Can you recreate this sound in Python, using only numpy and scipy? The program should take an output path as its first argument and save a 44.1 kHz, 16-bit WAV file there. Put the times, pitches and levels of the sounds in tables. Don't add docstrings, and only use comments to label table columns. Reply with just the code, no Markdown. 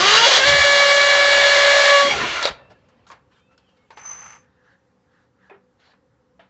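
import sys
import numpy as np
from scipy import signal
from scipy.fft import rfft, irfft, next_fast_len
from scipy.io import wavfile
from scipy.ndimage import uniform_filter1d, map_coordinates

SR = 44100
rng = np.random.default_rng(int(sys.argv[2]) if len(sys.argv) > 2 else 0)


def store_pcm(level_fs):
    pcm = np.round(np.clip(level_fs, -1, 1) * 32767).astype(np.int16)
    wavfile.write(sys.argv[1], SR, np.atleast_2d(pcm).T)


def attenuation_scalar(level_db):
    decades = np.asarray(level_db, float) / 20
    return 10 ** decades


N = 286340

BITE_S, SLIP_S, SEAT_S, TRUE_S, DEEP_S = .395, .615, .455, .8, 1.6
THROUGH_S, BACK_S, SNAG_S, STOP_S = 1.95, 2.11, 2.225, 2.45
SEATED_HZ, FULL_HZ, SAGGED_HZ, BACK_HZ = 571, 568.1, 562, 344
TEETH = 17.3
# (time [s], tooth rate [Hz])
RUN_UP = [(0, 346), (.05, 390.8), (.2, 456.8), (.255, 467.8), (.272, 546), (.36, 564.6), (.39, 567.4),
          (.4, 531.3), (.447, 538.4)]
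# (multiple of tooth rate, level under the fourth [dB])
UPPER_LINES = [(1.449, -17), (3.449, -14.5), (5, -6), (5.79, -12), (6.03, -12), (6, -15), (7, -10),
               (8, -18), (9, -26.5), (10, -28.5), (12, -23.5), (13.15, -25)]
# ([dB], ..)
FREE_DB = [-29, -29, -25, -28.5]
SHALLOW_DB = [-20.5, -26.5, -19.5, -22.5]
DEEP_DB = [-18, -30.5, -18.5, -28.5]
THROUGH_DB = [-14, -15.5, -17.5, -25.5]
BACK_DB = [-54, -42.5, -42, -41]
# (change [dB], ..)
SHIFT_DB = [-3, -6.5, -8.5, -6]
# (time [s], ..)
LET_GO_S = [2.085, 2.072, 2.008, 2.025]
# (multiple, chuck turns away, level under the line [dB])
SIDEBANDS = [(1, 1, -16), (1, -1, -19), (1, -5, -25), (3, -3, -17), (7, 1, -5), (1, 2, -14), (1, -2, -24),
             (2, -2, -11), (2, 4, -11), (3, -2, -14), (3, 2, -13), (3, 4, -15), (4, -2, -8), (4, -1, -16),
             (4, 2, -13), (5, 2, -8), (5, -2, -13), (7, 2, -4), (7, -2, -5), (6, -2, 0)]
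# (multiple, depth [dB])
THROB_DB = [(1, -1), (2, 2), (4, 4.2), (5, -2)]
# (time [s], level [dB], cutting load [0-1])
WHIRR = [(0, -19, 0.2), (.16, -13, .08), (.22, -16, .1), (.37, -12.5, .17), (.4, -20.5, .55),
         (.46, -22.5, .67), (.48, -17, .68), (.53, -19, 1), (1.1, -21, 0.9), (1.9, -18.5, .92),
         (1.93, -21.5, .95), (2.01, -20, 0.99), (2.04, -23, 0.99), (2.11, -26.5, 0.2), (2.16, -28.5, .15),
         (2.42, -30, 0.2), (2.46, -28, 0.5), (2.5, -36.5, .42)]
# (frequency [Hz], density [dB])
FREE_COLOUR = [(150, -55.5), (250, -28), (392, -7), (480, -5.5), (555, -4.5), (680, -5), (909, -5),
               (1530, 1.5), (1800, -0.5), (2550, -7.5), (3260, -2.5), (6540, -9.5), (8010, -18),
               (10400, -55.5), (17600, -120)]
CUTTING_COLOUR = [(150, -71.5), (250, -48), (502, -19.5), (563, -7), (680, -18.5), (1130, -11), (1510, -15),
                  (1670, -9.5), (1930, -15), (2330, -18), (2550, -22.5), (2820, -18), (4050, -15.5),
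                  (7030, -24.5), (8010, -26), (10400, -66.5), (17600, -120)]
BACKING_COLOUR = [(150, -42), (250, -16.5), (334, -4.5), (480, -10.5), (555, -6), (896, -10.5), (992, -5.5),
                  (1180, -4.5), (2900, -2.5), (6730, -18), (8010, -26.5), (10400, -60.5), (17600, -120)]
# (frequency [Hz], width [Hz], level [dB])
HOUSING = [(2420, 50, 4.5), (2810, 45, 10), (3080, 46, 6), (3290, 34, 8), (3920, 110, 3.5), (4350, 32, 2.5),
           (4700, 98, 6), (6400, 220, 1.5)]
CASING = [(752, 65, 4), (1990, 12, 4), (2080, 270, 7.5), (3365, 150, 9), (4180, 900, 2.5), (4545, 56, 6.5),
          (5630, 27, 2.5), (6560, 19, 3.5), (6850, 60, 5.5)]
BORE = [(412.6, 25, 1.5), (560, 48, 3.5), (1020, 33, 7.5), (1431, 45, 5.5), (2102, 50, 4.5),
        (2340, 65, 3.5), (2820, 38, 7), (4430, 35, 5.5), (5890, 22, 6), (6560, 60, 4.5)]
# (time [s], length [s], level [dB])
SQUEAL = [
    (2.05, 0.078, -23),
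]
# (time [s], length [s], frequency [Hz], level [dB])
RUBS = [(2.1, .035, 4720, -33.5), (2.1, .03, 5680, -39.5), (2.105, .03, 2260, -29), (2.11, .06, 812, -31.5),
        (2.156, .02, 400, -30), (2.21, .035, 335.4, -30), (2.205, .045, 1020, -30.5),
        (2.21, .02, 1760, -31), (2.045, .05, 261, -36.5), (2.367, .02, 1382, -30.5),
        (2.411, .008, 1382, -29.5)]
# (time [s], length [s], frequency [Hz], level [dB])
CHATTER = [(.015, .06, 2420, -26.5), (.07, .045, 3050, -25.5), (0.067, 0.031, 2850, -23),
           (0.12, .012, 2840, -23.5), (.24, .02, 2880, -23.5), (0.22, .05, 4680, -29),
           (.2, 0.092, 3370, -27.5), (.272, 0.014, 550, -23.5), (0.37, 0.037, 560, -26.5),
           (.143, .012, 1100, -22.5), (.16, 0.032, 2860, -23.5), (.41, 0.026, 1625, -22.5),
           (.415, .04, 2690, -27), (0.015, .04, 1150, -23.5), (.14, 0.036, 3920, -26)]

# (time [s], level [dB])
JUDDER = [(0, -35.5), (.2, -36.5), (.3, -47.5), (.45, -39), (.6, -42), (.8, -44), (1.55, -49.5),
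          (1.95, -58), (2.06, -39.5), (2.27, -37), (2.42, -60)]
# (time [s], length [s], level [dB])
GRIPS = [
    (0, .45, -56.5),
    (.47, 0.15, -39),
    (1.03, 0.35, -49.5),
    (1.35, 0.45, -47),
    (2.1, .2, -52.5),
    (2.16, 0.027, -44.5),
    (2.3, 0.23, -58.5),
]
# (frequency [Hz], density [dB])
LOOSE_COLOUR = [(25, -89.0), (45, -37), (60, -1.5), (85, 1.5), (110, -8.5), (135, -30), (200, -120)]
OCTAVE_COLOUR = [(95, -41.0), (120, -7), (138, 0), (165, -6.5), (200, -37.5), (400, -120)]
DRONE_COLOUR = [(150, -36), (200, -8.5), (260, -11.5), (340, -6), (420, -4), (520, -32.0), (900, -120)]

# (time [s], peak [dB], low ring [Hz], treble [dB])
LOCK = [
    (2.426, -10.5, 962, -3.5),
    (2.437, -17, 949, -6),
    (2.4505, -17, 526, -3),
    (2.4535, -8, 530, -3),
    (2.462, -14, 546, -5),
    (2.475, -11.5, 546, -12),
    (2.487, -16.5, 560, -9.5),
]
BUMPS = [(2.596, -42, 532, -23), (2.703, -48, 500, -5), (2.885, -43, 516, -17), (2.918, -49.5, 513, -25.5),
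         (3.066, -39, 1361, -4), (3.086, -42.5, 1080, -12.5), (3.318, -48, 1033, -17.5),
         (3.509, -48, 1390, -23), (3.687, -52.5, 510, -6), (3.768, -52, 514, -4.5), (5.506, -34, 747, -37),
         (5.522, -35, 403, -37), (5.54, -37.5, 390.4, -33)]
CLICKS = [
    (2.886, -55, 900, 0),
    (3.074, -48.5, 889, 2),
    (3.087, -46.5, 896, 2),
    (3.112, -42.5, 940, 2),
]
KNOCKS = [(3.101, -30.5, 1140, -15.5), (3.117, -28.5, 1080, -14.5), (3.5775, -50.5, 1400, -0.5),
          (3.9045, -30.5, 893, -13), (3.9715, -28.5, 856, -13), (4.022, -37, 850, -29),
          (4.05, -31.5, 1280, -15), (4.092, -37.5, 1000, -22), (4.109, -35.5, 1130, -11.5),
          (4.147, -35, 1180, -18), (4.25, -38, 1295, -14), (4.328, -39, 1313, -16), (4.182, -37, 1110, -21),
          (4.218, -41, 1119, -19), (5.496, -36.5, 600, -23), (5.934, -44.5, 523, -22)]
SCREW = [
    (6.393, -34, 666, -28.5),
]
# (frequency [Hz], density [dB])
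LATCH_COLOUR = [(250, -25), (500, -3), (1300, -2), (2000, -6.5), (3000, -15), (4000, -57.5)]
THUD_COLOUR = [(200, -22), (450, -2.5), (900, 3), (1800, -1), (2800, -10.5), (4000, -28), (8000, -63)]
SCREW_COLOUR = [(300, -14), (650, 1.5), (1300, -1.5), (2500, -6.5), (3600, -10), (4700, -24), (8000, -41)]
TICK_COLOUR = [(800, -70), (2000, -21.5), (3200, -2.5), (4500, 1.5), (6500, -7), (8000, -8.5)]
# (time [s], [(frequency [Hz], level [dB], time to fall 60 dB [s]), ..])
PAWL = [
    (2.427, [(3390, -18, .035), (5200, -19, 0.016), (4180, -18, .016), (6300, -20.5, 0.011), (7240, -21.5, .012)]),
    (2.4465, [(4150, -14.5, .02)]),
    (2.437, [(3850, -15.5, .05)]),
    (2.4533, [(3870, -5.5, 0.014), (4610, -8, 0.013), (3350, -13, .014), (5690, -21.5, .012), (560, -11.5, .05), (1386, -15, .05)]),
    (2.471, [(3710, -17, 0.04)]),
    (2.4755, [(3810, -17, 0.022)]),
    (3.5775, [(5300, -49, .02), (6700, -55, .015), (1450, -55, .03)]),
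]
CASE = [
    (5.513, [(397, -39, 0.2)]),
    (5.507, [(2470, -49, .06), (1000, -52, .08)]),
    (5.497, [(776, -52, .19), (836, -55, .21), (1012, -51, .25), (1730, -58, .3), (2164, -59.5, .17), (2498, -53, .15), (2570, -55, .16), (3530, -62, .09)]),
]

# (time [s], length [s], level [dB])
SCUFFS = [
    [(2.5, 0.012, -32), (2.56, .5, -66), (2.704, 0.016, -51)],
    [(3.32, 0.081, -64), (3.6, 0.42, -73.5), (3.52, 0.017, -67.5), (3.15, .75, -77.5)],
    [(5.801, 0.12, -59.5)],
    [(4.45, 0.21, -69), (4.66, 0.071, -61), (5.13, 0.1, -65), (5.43, 0.048, -61.5)],
]
# (time [s], ..)
SCUFF_RISE_S = [.012, 0.021, 0.017, 0.089]
SCUFF_FALL_S = [.035, .035, .035, 0.076]
# (frequency [Hz], density [dB])
SWING_COLOUR = [(300, -1.0), (600, 5), (1800, -4.0), (2700, -4.5), (5000, -15.5), (8000, -28.5)]
CHUCK_COLOUR = [(290, -34), (500, -21.5), (684, -6.5), (1370, -7), (2040, -14.5), (2630, -10), (3850, -18),
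                (5270, -21), (8000, -29), (10400, -60), (17600, -120)]
CLOTH_COLOUR = [(300, -40), (600, -0.5), (970, 0), (1300, -3), (1730, 4.5), (2100, -4.5), (3000, -5),
                (3850, -5), (4120, 0.5), (4500, -6), (5000, -14), (7400, -21.5), (9000, -90.5)]
SLEEVE_COLOUR = [(400, -40), (700, -10), (1150, -9), (1700, 1), (2300, -21), (3000, -17), (7500, -32),
                 (9000, -89.5)]
# (start [s], end [s], from [Hz], to [Hz], level
# [dB])
SQUEAKS = [(2.56, 2.71, 2690, 2670, -60.5), (2.7, 2.82, 2680, 2680, -71), (2.66, 2.81, 1740, 1720, -66),
           (2.96, 3.05, 1950, 1940, -72), (3.49, 3.56, 1340, 1330, -65), (3.34, 3.42, 1380, 1320, -66),
           (5.43, 5.465, 1760, 1750, -56), (2.575, 2.615, 3560, 3550, -62), (2.57, 2.67, 1770, 1770, -58),
           (3.335, 3.375, 3620, 3540, -69), (3.37, 3.5, 3620, 3580, -76), (3.355, 3.42, 3120, 3330, -70),
           (3.39, 3.47, 3130, 3150, -74), (3.385, 3.46, 2240, 2620, -70), (3.435, 3.56, 2620, 2640, -68),
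           (3.54, 3.68, 2640, 2590, -73), (3.625, 3.74, 3290, 3220, -73), (3.64, 3.72, 3120, 3020, -70),
           (3.66, 3.75, 2900, 2850, -73), (3.67, 3.77, 2720, 2650, -75), (3.71, 3.83, 3130, 3060, -75),
           (3.77, 3.87, 2170, 2160, -69), (3.3, 3.41, 1780, 1700, -69), (3.91, 4.26, 2160, 2150, -58)]

# (time [s], level [dB])
ROLL = [(3.91, -70), (3.962, -68), (3.974, -45.5), (4.045, -52.5), (4.056, -49.5), (4.11, -46.5),
        (4.198, -49.5), (4.278, -45.5), (4.37, -51.5), (4.4, -65), (4.47, -74)]
# (time [s], level [dB])
RING = [(3.915, -77), (3.955, -72), (3.972, -57), (4.035, -45), (4.048, -46), (4.056, -36.5), (4.125, -33),
        (4.16, -42.5), (4.29, -41.5), (4.4, -64), (4.44, -76)]
# (frequency [Hz], level [dB])
BIT_MODES = [(6076, -4), (6128, 1), (6190, -5), (6239, -6)]
# (frequency [Hz], density [dB])
TILE_COLOUR = [(290, -23), (500, -20), (772, -11), (837, -3), (1050, -7.5), (1120, -2.5), (1520, -5.5),
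               (2190, -7.5), (2900, -13.5), (3800, -26), (5600, -21.5), (7280, -24), (12300, -120)]
JINGLE_COLOUR = [(3500, -40), (4600, -2.5), (5500, -0.5), (7400, -3), (8400, -37)]

QUIET_DB, RUMBLE_DB = -61.5, -70
# (frequency [Hz], density [dB])
AIR_COLOUR = [(440, -34), (740, -3.5), (1070, -7), (1900, -13), (2400, -20.5), (5120, -23.5), (8010, -28),
              (10400, -54), (17600, -120)]
RUMBLE_COLOUR = [(20, -19.5), (45, -13), (62, 0), (120, 0.0), (250, -6.0), (400, -15), (900, -120)]
# (frequency [Hz], width [Hz], level [dB])
HUM = [(122.4, 6.6, -0.5), (188.3, 5.5, 5), (243.1, 8.3, 1.5), (289.1, 22, -2.5), (435, 61, -5),
       (503, 11, 7), (546, 19, 1)]
# (time [s], length [s], level [dB])
STEPS = [
    (2.4, .2, -61.5),
    (2.7, 0.61, -68.5),
    (4.1, .2, -63.5),
]
# (frequency [Hz], time to fall 60 dB [s])
ECHO = [(200, 0.68), (1000, 0.61), (3000, .35), (8000, .2)]


def unit(x):
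    return x / np.sqrt(np.mean(x ** 2) + 1e-20)


def along(points, hz):
    f, v = np.transpose(points)
    return np.interp(np.log(hz + 1), np.log(f + 1), v)


def curves(rows):
    s, *cols = np.transpose(rows)
    t = np.arange(N) / SR
    is_open = (t >= s[0] - .01 * (s[0] == 0)) * (t <= s[-1])
    gate = uniform_filter1d(1. * is_open, size=600)
    return [np.interp(t, s, c) for c in cols] + [gate]


def swells(rows, rise_s, fall_s):
    t = np.arange(N) / SR
    power = 0
    for s, length, db in rows:
        outside = np.maximum((s - t) / rise_s, (t - s - length) / fall_s).clip(0, 9)
        power = power + attenuation_scalar(2 * (db - 20 * outside))
    return np.sqrt(power)


def wobble(rate):
    knots = rng.standard_normal(int(N * rate / SR) + 4)
    return map_coordinates(knots, [np.arange(N) * rate / SR])


def filtered(x, response):
    m = next_fast_len(len(x) + 8192)
    return irfft(rfft(x, m) * response(np.fft.rfftfreq(m, 1 / SR)), m)[:len(x)]


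def modes(table):
    def response(f):
        total = 0
        for k, (c, w, db) in enumerate(table):
            total = total + (-1) ** k * attenuation_scalar(db) * 1j * f * w / (c * c - f * f + 1j * f * w + 1e-9)
        return total
    return response


def coloured(x, spectrum):
    return unit(filtered(x, lambda hz: attenuation_scalar(along(spectrum, hz))))


def resonant(x, table):
    return filtered(x, lambda f: 1 + abs(modes(table)(f)))


def patchy(depth_db):
    z = signal.stft(rng.standard_normal(N), nperseg=512)[2]
    field = uniform_filter1d(rng.standard_normal(z.shape), size=5, axis=0)
    field = uniform_filter1d(field, size=8, axis=1)
    return signal.istft(z * attenuation_scalar(depth_db * unit(field)), nperseg=512)[1][:N]


def room_tone():
    air = coloured(patchy(1.5), AIR_COLOUR)
    hum = unit(filtered(rng.standard_normal(N), lambda f: modes(HUM)(f) / (1 + (f / 700) ** 4)))
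    rumble = coloured(rng.standard_normal(N), RUMBLE_COLOUR)
    rumble_gain = attenuation_scalar(RUMBLE_DB) + swells(STEPS, rise_s=.3, fall_s=0.27)
    return attenuation_scalar(QUIET_DB - 11.0 + 1.5 * wobble(4)) * air + attenuation_scalar(QUIET_DB - 4.5) * hum + rumble_gain * rumble


def room(x):
    hz, t, z = signal.stft(rng.standard_normal(SR * 3 // 4), SR, nperseg=256)
    tail = signal.istft(z * attenuation_scalar(-60 * t / along(ECHO, hz)[:, None]), SR, nperseg=256)[1]
    return signal.fftconvolve(np.pad(x, (400, 0)), tail / np.linalg.norm(tail))[:N]


def mesh_levels(t):
    def ramp(s, length):
        return np.clip((t - s) / length, 0, 1)

    states = (FREE_DB, SHALLOW_DB, DEEP_DB, THROUGH_DB, BACK_DB)
    free, shallow, deep, through, back = (np.array(d)[:, None] for d in states)
    bite_delay_s = np.array([[.035], [.02], [0], [.045]])
    db = free + (shallow - free) * ramp(BITE_S + bite_delay_s, 0.046)
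    db = db + (deep - shallow) * ramp(DEEP_S - .5, 1.0)
    db = db + (through - db) * ramp(THROUGH_S - 0.077, 0.077)
    db = db - 60 * np.clip(t - THROUGH_S, 0, 1) * (t < BACK_S)
    db = db + (back - db) * ramp(np.array(LET_GO_S)[:, None], .022)
    loose_db = 2 * np.maximum(1 - 0.7 * ramp(BITE_S, .2), t > BACK_S)
    db = db + loose_db * np.array([wobble(22) for _ in db])
    db = db + 10 * np.exp(-((t - SNAG_S) / 0.037) ** 2)
    db = db + np.array(SHIFT_DB)[:, None] * ramp(0.28 - .01, .01) * (t < BITE_S)
    db[1] += -9.5 * np.exp(-((t - 1.4) / 0.12) ** 2)
    db[0] += -14 * np.exp(-((t - SLIP_S) / .022) ** 2)
    return db


def gear_whine(t, mesh_hz, mesh, load):
    levels, backing = mesh_levels(t), t > BACK_S
    depth = np.clip((t - TRUE_S) / (DEEP_S - TRUE_S), 0, 1)
    lines = dict(enumerate(levels, 1))
    for k, db in UPPER_LINES:
        dulling_db = -7.5 * depth * (k >= 8)
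        lines[k] = levels[3] + db + .5 * (1 - load) * ~backing + dulling_db
    throb_s = t - 1.215
    throb = np.cos(2 * np.pi * 10.05 * throb_s) * (t > SLIP_S) * (t < THROUGH_S)
    throb = throb * (1 - .35 * np.clip(throb_s / .3, 0, 1)) * attenuation_scalar(1 * wobble(8.8))
    for k, db in THROB_DB:
        lines[k] = lines[k] + db * throb
    lines[2] = lines[2] + 8 * np.exp(-((2 * mesh_hz - 944) / 45) ** 2) * (t < BITE_S)
    lines[5] = lines[5] + 5.5 * np.clip((t - THROUGH_S) / .05 + 1, 0, 1) * ~backing
    out, chuck = 0, mesh / TEETH
    for k, turns, db in [(k, 0, 0) for k in lines] + SIDEBANDS:
        phase = k * mesh + turns * chuck + rng.uniform(0, 2 * np.pi)
        unsteady_db = (3 if turns else .5) * wobble(14)
        if turns:
            unsteady_db = unsteady_db - 14 * (t > THROUGH_S - .03) - 2.5
            unsteady_db = unsteady_db - 6 * (1 - depth) * (turns % 2 == 0)
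            phase = phase + 0.39 * wobble(25)
        out = out + attenuation_scalar(lines[k] + db + 3.5 + unsteady_db) * np.sin(phase)
    return out


def motor_noise(teeth, whirr_db, load):
    cutting = coloured(resonant(teeth, CASING), CUTTING_COLOUR)
    rasp = coloured(resonant(teeth, HOUSING), FREE_COLOUR)
    backing = attenuation_scalar(0.0 + 1.3 * wobble(25)) * coloured(resonant(teeth, BORE), BACKING_COLOUR)
    free = np.where(np.arange(N) < SR, attenuation_scalar(-2.2) * rasp, backing)
    return attenuation_scalar(whirr_db) * (np.sqrt(1 - load) * free + np.sqrt(load) * attenuation_scalar(2.0) * cutting)


def rubbing(teeth):
    out = 0
    for s, length, hz, db in RUBS + CHATTER:
        gain = swells([(s, length, db)], rise_s=.02, fall_s=0.027)
        out = out + gain * unit(filtered(teeth, modes([(hz, 70, 0)])))
    return out


def drill():
    t = np.arange(N) / SR
    speed = RUN_UP + [(SEAT_S, SEATED_HZ), (TRUE_S, FULL_HZ), (THROUGH_S - .05, FULL_HZ),
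                      (BACK_S, SAGGED_HZ), (BACK_S + .03, BACK_HZ), (STOP_S, BACK_HZ)]
    mesh_hz, gate = curves(speed)
    whirr_db, load, on = curves(WHIRR)
    load = np.clip(load, 0, 1)
    slack = .0004 * wobble(30) + .0007 * wobble(11)
    slack = slack + .05 * (t > BACK_S) * wobble(90) + .0015 * (load < .5) * wobble(60)
    mesh = 2 * np.pi * np.cumsum(mesh_hz * (1 + slack)) / SR
    pulse = 1 + .2 * np.cos(mesh) + .13 * np.cos(2 * mesh) + .07 * np.cos(mesh - mesh / TEETH)
    teeth = patchy(1.1) * pulse
    squeal = swells(SQUEAL, rise_s=.02, fall_s=.025) * np.sin(2 * np.pi * 3285 * t)
    whine = gate * gear_whine(t, mesh_hz, mesh, load)
    return whine + on * motor_noise(teeth, whirr_db, load) + squeal + rubbing(teeth)


def sill():
    t = np.arange(N) / SR
    drone_db, on = curves(JUDDER)
    grip = swells(GRIPS, rise_s=0.076, fall_s=0.18)
    beat = np.sin(2 * np.pi * 65 * t + .3 * wobble(12) + 2 * np.pi * 6 * np.minimum(t, TRUE_S))
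    loose = coloured(rng.standard_normal(N), LOOSE_COLOUR)
    octave = coloured(rng.standard_normal(N), OCTAVE_COLOUR)
    drone = coloured(patchy(3.3), DRONE_COLOUR)
    loose_gain = np.maximum((grip * attenuation_scalar(39)).clip(.6, 1.1) ** 3, np.arange(N) > THROUGH_S * SR)
    octave_gain = attenuation_scalar(drone_db - 8) * on + attenuation_scalar(-4) * grip * (grip * attenuation_scalar(38.5)).clip(0, 1) ** 2
    return grip * (1.4 * beat + 1.0 * loose * loose_gain) + on * attenuation_scalar(drone_db) * drone + octave_gain * octave


def knocks(events, body, attack, edge, high_hz, t60):
    out, t = np.zeros(N + SR), np.arange(SR // 2) / SR
    decay = attenuation_scalar(-60 * t / max(t60, .02)) * (1 - np.exp(-t / attack))
    for s, db, low_hz, treble_db in events:
        dull, bright = rng.standard_normal((2, len(t)))
        bright = filtered(bright, lambda f: 1 + 5 * abs(modes([(high_hz, 600, 0)])(f)))
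        bright = coloured(bright, TICK_COLOUR) * attenuation_scalar(-60 * t / .5)
        burst = coloured(dull, body) + attenuation_scalar(treble_db + 4.5) * bright
        burst = burst * (1 + edge * attenuation_scalar(-60 * t / 0.024))
        ring = 2.24 * np.sin(2 * np.pi * low_hz * t) * attenuation_scalar(-60 * t / 0.12)
        out[round(s * SR):][:len(t)] += attenuation_scalar(db - 15.0) * decay * (burst + ring)
    return out[:N]


def pings(events):
    out, t = np.zeros(N + SR), np.arange(SR // 2) / SR
    for s, rows in events:
        ring = 0
        for hz, db, t60 in rows:
            tone = np.sin(2 * np.pi * hz * t + 0.31 * wobble(150)[:len(t)])
            ring = ring + attenuation_scalar(db - 60 * t / max(t60, .01)) * tone
        out[round(s * SR):][:len(t)] += ring * (1 - np.exp(-t / 0.00098))
    return out[:N]


def hands():
    out, t = 0, np.arange(N) / SR
    colours = [SWING_COLOUR, CHUCK_COLOUR, CLOTH_COLOUR, SLEEVE_COLOUR]
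    for rows, rise_s, fall_s, colour in zip(SCUFFS, SCUFF_RISE_S, SCUFF_FALL_S, colours):
        out = out + swells(rows, rise_s=rise_s, fall_s=fall_s) * coloured(patchy(2.5), colour)
    for start, end, from_hz, to_hz, db in SQUEAKS:
        u = np.clip((t - start) / (end - start), 0, 1)
        hz = from_hz + (to_hz - from_hz) * u + 46 * wobble(300)
        flutter_db = 2.5 * wobble(50) - .5
        gain = attenuation_scalar(db + flutter_db) * np.sqrt(np.sin(np.pi * u) + 1e-9) * (u > 0)
        out = out + gain * np.sin(2 * np.pi * np.cumsum(hz) / SR)
    return out


def rolling_bit():
    rattle_db, gate = curves(ROLL)
    ring_db, ringing = curves(RING)
    t = np.arange(N) / SR
    ticks = rng.standard_normal(N) * attenuation_scalar(2.2 * wobble(300))
    ring = 0
    for hz, db in BIT_MODES:
        tilt_db = .3 * (hz - 6150) * (t - 4.17).clip(-.2, .3)
        gain = attenuation_scalar(db + 2.8 * wobble(35) + tilt_db)
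        ring = ring + gain * np.sin(2 * np.pi * hz * t + .5 * wobble(45))
    ring = unit(ring * ringing) * np.sqrt(ringing.mean())
    rattle = coloured(ticks, TILE_COLOUR[:-1] + [(7800, -27), (8400, -55.5)])
    jingle = coloured(ticks[::-1], JINGLE_COLOUR)
    bright = ringing * (attenuation_scalar(ring_db) * ring + attenuation_scalar(0.65 * ring_db - 36) * jingle)
    return bright + gate * attenuation_scalar(rattle_db + 0.5) * rattle


def scene():
    hits = knocks(LOCK, LATCH_COLOUR, 0.00053, 0.73, high_hz=3880, t60=0.095)
    hits = hits + knocks(KNOCKS, THUD_COLOUR, 0.00084, 0.78, high_hz=2600, t60=0.21)
    hits = hits + knocks(BUMPS, THUD_COLOUR, 0.002, 0.21, high_hz=2701, t60=.17)
    hits = hits + knocks(SCREW, SCREW_COLOUR, 0.0016, .2, high_hz=2500, t60=0.25)
    hits = hits + knocks(CLICKS, THUD_COLOUR, 0.0011, 0.27, high_hz=6480, t60=0.092)
    hits = hits + pings(PAWL + CASE)
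    near = drill() + sill() + hits + rolling_bit() + hands()
    mono = near + attenuation_scalar(-20.0) * room(near) + room_tone()
    return np.array([mono, mono])


def roll_off(x):
    return signal.sosfilt(signal.butter(12, 8160, fs=SR, output="sos"), x)


def record(dry):
    held = dry[0] / (1 + abs(dry[0] / .97) ** 6) ** (1 / 6)

    def band_limit(hz):
        treble_cut = 1 / (1 + (hz / 7908) ** 60)
        return treble_cut / np.sqrt(1 + (42 / (hz + 1)) ** 4)

    band = filtered(held, band_limit)
    band = band + attenuation_scalar(-95.5) * rng.standard_normal(N)
    return roll_off(np.array([band, band]))


dry = scene()
out = record(dry)
store_pcm(out)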